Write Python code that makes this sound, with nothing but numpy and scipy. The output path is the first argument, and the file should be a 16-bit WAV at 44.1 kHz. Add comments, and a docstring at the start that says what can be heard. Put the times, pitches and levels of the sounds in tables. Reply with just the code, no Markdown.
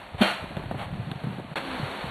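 """Horse landing in a sandy arena

Outdoors, a horse lands from a jump and canters past the microphone. Just after the landing a loud
knock rings on, probably a jump pole, with a spray of sand; dull hoof thuds follow while wind buffets
the microphone. After a brief gap, a second scene begins with a louder, hissing rush."""
import sys
import numpy as np
from scipy import signal
from scipy.fft import rfft, irfft
from scipy.io import wavfile

SR = 44100
rng = np.random.default_rng(int(sys.argv[2]) if len(sys.argv) > 2 else 0)


def dump_mix(stems):
    """Bounce the given channels to the path in sys.argv[1] as a 16-bit WAV at rate SR."""
    frames = np.atleast_2d(stems).T  # one column per channel
    limited = np.clip(frames, -1, 1)  # hard clip at full scale
    pcm = np.round(limited * 32767).astype(np.int16)
    wavfile.write(sys.argv[1], SR, pcm)


N = 92610
T = np.arange(N) / SR
GAP_START_S, GAP_END_S = 1.542, 1.557


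def from_db(db):
    """Decibels to gain."""
    return 10 ** (np.asarray(db) / 20)


def level(rows):
    """Gain over time from (time [s], level [dB]) points."""
    return from_db(np.interp(T, *np.transpose(rows)))


def colour(x, points):
    """Filter by a curve of (frequency [Hz], gain [dB]) points."""
    hz, db = np.transpose(points)
    bins_hz = np.maximum(np.arange(N + 1) * SR / (2 * N), 1)
    gain = from_db(np.interp(np.log(bins_hz), np.log(hz), db))
    return irfft(rfft(x, 2 * N) * gain)[:N]


def noise(spectrum, grain_db=0):
    """Coloured noise of rms 1; uneven grain sizes make it gritty."""
    sizes = from_db(grain_db * np.minimum(rng.exponential(1, N // 16 + 1), 5))
    x = colour(rng.standard_normal(N) * np.repeat(sizes, 16)[:N], spectrum)
    return x / x.std()


def strike(start, rise, decay):
    """Straight attack and exponential decay, times in seconds."""
    age = T - start
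    return np.clip(age / rise, 0, 1) * np.exp(-np.maximum(age - rise, 0) / decay)


def swell(start, length):
    """A rounded rise and fall."""
    return np.sin(np.pi * np.clip((T - start) / length, 0, 1))


# Ringing modes of the pole: (frequency [Hz], level [dB], time to fall 60 dB [s])
POLE_MODES = [(197.8, -23.5, 0.3), (331, -32.5, 0.34), (522, -28.5, 0.24), (613, -24, 0.23),
              (684, -38, 0.55), (788, -27.5, 0.16), (932, -40.5, 0.4), (1184, -32, 0.38), (1318, -31, 0.5),
              (1390, -48, .3), (1444, -30.5, 0.41), (2187, -33.5, 0.48), (2410, -46, 0.23), (2432, -41, 1),
              (2806, -33, 0.57), (3130, -28.5, 0.31), (3171, -34, 0.32), (4023, -45.5, 0.92),
              (4280, -38, 0.49)]
# Spectra of the rattle and of crunching sand (smack and hooves): (frequency [Hz], gain [dB])
RATTLE_SPECTRUM = [(60, -26), (150, -5), (400, -3.5), (720, 7.5), (1000, 0), (1500, 4), (2200, 0),
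                   (3100, -1.5), (3900, -8), (4350, -2.5), (8000, -10), (13000, -15)]
CRUNCH_SPECTRUM = [(50, -8), (130, 0), (300, 3), (700, 1.5), (1300, -8.5), (2500, -20), (4300, -31),
                   (8000, -30), (13000, -24)]
def pole_knock(start=.2065, thump_hz=222.5):
    """A heavy thump and smack, then a dense rattle and the ringing modes of the struck pole."""
    age = T - start
    pulse = np.exp(-.5 * ((age - .012) / .0068) ** 2) * np.clip(age / .0019, 0, 1)
    thump = from_db(-11.5) * pulse * -np.sin(2 * np.pi * thump_hz * age)
    smack = from_db(-17.5) * strike(start + .0063, rise=.004, decay=.0047) * noise(CRUNCH_SPECTRUM)
    settling = np.exp(-np.maximum(age - .12, 0) / .077)  # the rattle's tail dies faster
    rattle = from_db(-22) * strike(start + .0021, rise=.0087, decay=.12) * settling
    rattle *= noise(RATTLE_SPECTRUM, grain_db=2.1)
    ring = np.zeros(N)
    for hz, db, t60 in POLE_MODES:
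        envelope = from_db(db) * strike(start + .0097, rise=.006, decay=t60 / np.log(1000))
        ring += envelope * np.sin(2 * np.pi * (hz * age + rng.random()))
    return thump + smack + rattle + ring


# Hoof falls going past the microphone:
# (time [s], thud level [dB], mid pitch [Hz], thud rise [s], crunch level [dB])
HOOF_FALLS = [(0.144, -29, 124, .005, -37), (0.425, -27, 96, 0.0037, -37.5),
              (.440, -24.5, 200, 0.0023, -45), (0.507, -31.5, 250, 0.0027, -45),
              (0.567, -20, 161.1, 0.0043, -27), (0.593, -30, 132, 0.0032, -37),
              (0.636, -43, 130, .003, -36), (0.659, -29.5, 121, 0.0065, -47), (.711, -22, 197, 0.0049, -27),
              (0.744, -27.5, 123, 0.0098, -33.5), (.924, -27, 157, 0.0082, -48),
              (.992, -22.5, 128, 0.0083, -54), (1.068, -25, 151.6, 0.01, -57),
              (1.115, -22.5, 178, 0.0035, -34), (1.155, -27.5, 139, 0.0057, -61),
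              (1.237, -21.5, 150, 0.0087, -31), (1.268, -22.5, 160, 0.0046, -42),
              (1.326, -28.5, 174, 0.005, -41), (1.382, -30, 190, 0.0045, -35.5),
              (1.397, -27.5, 284, 0.0026, -43), (1.444, -32.5, 220, 0.0048, -47),
              (1.512, -28, 155, 0.0082, -49), (1.797, -23, 187, 0.003, -36), (1.828, -21, 127, 0.0067, -42),
              (2.039, -27.5, 167, 0.0054, -32.5)]
# What the arena floor passes on of a thud: (frequency [Hz], gain [dB])
GROUND_RESPONSE = [(30, -9), (60, 3), (110, -0.5), (400, 0.5), (1500, -10)]
def hooves(pitch_sag=.14):
    """Each hoof pushes the ground for a few cycles of sagging pitch and crunches the sand."""
    thuds, crunches = np.zeros(N), np.zeros(N)
    for start, thud_db, mid_hz, rise, crunch_db in HOOF_FALLS:
        age = np.maximum(T - start, 0) / rise  # in rise times
        push = (age * np.exp(1 - age)) ** 1.8
        hz = mid_hz * (age > 0) * (1 + pitch_sag * (np.exp(-age / 2) - .5))
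        thuds += from_db(thud_db) * push * -np.sin(2 * np.pi * np.cumsum(hz) / SR)
        crunches += from_db(crunch_db) * strike(start, rise=.0014, decay=.0097)
    return colour(thuds, GROUND_RESPONSE) + crunches * noise(CRUNCH_SPECTRUM, grain_db=3)


# The harder hoof falls: (time [s], level [dB])
HARD_FALLS = [(0.567, -33), (.712, -29.5), (1.119, -33.5), (1.241, -31), (1.383, -34), (1.397, -33.5)]
# Their hollow spectrum: (frequency [Hz], gain [dB])
CLOP_SPECTRUM = [(120, -18), (280, 1.5), (450, -2.5), (700, -3), (1000, -15), (2500, -33)]
def clops():
    """Packed sand under the hoof gives a short hollow knock."""
    envelope = sum(from_db(db) * strike(start, rise=.0014, decay=.0057) for start, db in HARD_FALLS)
    return envelope * noise(CLOP_SPECTRUM)


# Sand kicked up from the arena floor: (time [s], length [s], level [dB])
SAND_SPRAYS = [(0.179, 0.051, -34.5), (0.356, 0.097, -41.5), (.768, 0.096, -37)]
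# Ticks of grit or tack: (time [s], level [dB])
GRIT_TICKS = [(.2165, -18), (0.2321, -15.5), (0.568, -34), (0.635, -42), (0.794, -35.5), (1.115, -28.5)]
# Spectra of both at the microphone: (frequency [Hz], gain [dB])
SPRAY_SPECTRUM = [(200, -22), (700, 9), (1500, -1.5), (2500, -3.5), (3500, -6), (4200, -14), (8000, -13),
                  (13000, -17)]
TICK_SPECTRUM = [(400, -8), (1500, 2), (2600, 2.5), (3500, 9), (4100, -12), (8000, -7), (13000, -5.5)]
def grit():
    """Flying sand hisses in sprays that start fast and hold; grit or tack ticks sharply."""
    sprays = sum(from_db(db) * np.abs(swell(start, length)) ** .46 for start, length, db in SAND_SPRAYS)
    ticks = sum(from_db(db) * strike(start, rise=.00056, decay=.0015) for start, db in GRIT_TICKS)
    return sprays * noise(SPRAY_SPECTRUM, grain_db=1.6) + ticks * noise(TICK_SPECTRUM)


# Buffeting and deep rumble right on the microphone: (time [s], level [dB])
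BUFFET_LEVELS = [(0, -61), (.38, -49.5), (.55, -44.5), (.68, -41), (.78, -37), (.87, -39), (.96, -34.5),
                 (1.04, -39.5), (1.1, -34.5), (1.19, -44.5), (1.29, -33), (1.38, -43), (1.47, -44),
                 (1.62, -53), (1.75, -49), (1.85, -38), (1.95, -69), (2.07, -41.5)]
RUMBLE_LEVELS = [(0, -58), (.1, -54), (.2, -40), (.3, -68), (.42, -48.5), (.55, -47), (.66, -43), (.8, -52),
                 (.9, -43), (1.04, -43), (1.17, -59), (1.4, -64), (1.6, -58), (1.72, -51), (1.86, -44),
                 (1.96, -61), (2.06, -42.5)]
# Their spectra: (frequency [Hz], gain [dB])
BUFFET_BAND = [(25, -31), (50, -35), (90, -3), (140, 0.5), (200, -2.5), (300, -16.5), (600, -22),
               (1500, -68)]
RUMBLE_BAND = [(20, -12), (35, -5), (65, 1), (95, -0.5), (140, -21), (300, -45), (1000, -67)]
def microphone_wind():
    """Gusts push on the microphone, making low, uneven noise."""
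    return level(BUFFET_LEVELS) * noise(BUFFET_BAND) + level(RUMBLE_LEVELS) * noise(RUMBLE_BAND)


# Trees by the arena before the gap, and the hissing rush after it: (time [s], level [dB])
RUSTLE_LEVELS = [(0, -42), (.12, -45.5), (.45, -41), (.68, -43.5), (.92, -44), (1.05, -43.5), (1.18, -43.5),
                 (1.35, -42), (1.45, -46.5), (1.54, -44)]
RUSH_LEVELS = [(1.56, -32.5), (1.63, -36), (1.72, -34), (1.9, -34.5), (2.1, -36)]
# Spectra of the nearby leaves and of the rush: (frequency [Hz], gain [dB])
RUSTLE_BAND = [(40, -15), (200, -0.5), (400, -5), (720, 2), (1200, -4.5), (2500, -10), (4300, -16),
               (8000, -20), (13000, -22.5)]
RUSH_BAND = [(40, -20), (200, 0), (400, 0.5), (780, 1.5), (1300, -3), (2500, -8), (4300, -12.5),
             (8000, -18.5), (13000, -21.5)]
def rustle_and_rush():
    """Wind stirs the leaves into a grainy rustle; in the second scene a louder rush replaces it."""
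    rustle = level(RUSTLE_LEVELS) * noise(RUSTLE_BAND, grain_db=1.5)
    rush = level(RUSH_LEVELS) * noise(RUSH_BAND, grain_db=1.27)
    return np.where(T < GAP_END_S, rustle, rush)


# Spectrum of the hiss: (frequency [Hz], gain [dB])
HISS_SPECTRUM = [(100, -12), (400, 2), (1400, 1.5), (3000, -6.5), (4300, -8), (8000, -16), (13000, -19)]
def hiss_burst(length_s=.029):
    """A short, even burst of hiss opens the second scene."""
    gate = (T > GAP_END_S) & (T < GAP_END_S + length_s)
    return from_db(-29.5) * gate * noise(HISS_SPECTRUM)


def low_tone(start=1.64, length_s=.16, mid_hz=260.5, fall=.13):
    """A faint, slightly falling tone within the rush."""
    progress = np.clip((T - start) / length_s, 0, 1)
    hz = mid_hz * (1 - fall * (progress - .5))
    return from_db(-35.5) * swell(start, length_s) * np.sin(2 * np.pi * np.cumsum(hz) / SR)


def scene():
    """Horse, pole and background, summed to mono."""
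    foreground = hooves() + clops() + grit() + pole_knock()
    background = rustle_and_rush() + microphone_wind() + low_tone() + hiss_burst()
    return (foreground + background)[None]


# A small microphone with a deep notch and weak treble: (frequency [Hz], gain [dB])
MIC_RESPONSE = [(20, -2), (4450, 1.5), (4620, -13), (4780, -33), (5200, -25), (5400, -19.5), (7300, -17),
                (7900, -10.5), (11000, -9), (13000, -15.5)]
def record(dry, gap_db=-27, cutoff_hz=13000):
    """A brief gap parts the scenes; the microphone colours the sound and a low-pass cuts the top."""
    gap = np.where((T > GAP_START_S) & (T < GAP_END_S), from_db(gap_db), 1)
    heard = colour(dry[0] * gap, MIC_RESPONSE)
    low_pass = signal.ellip(12, .1, 80, cutoff_hz, fs=SR, output="sos")
    return signal.sosfilt(low_pass, heard)[None]


dry = scene()
out = record(dry)
dump_mix(out)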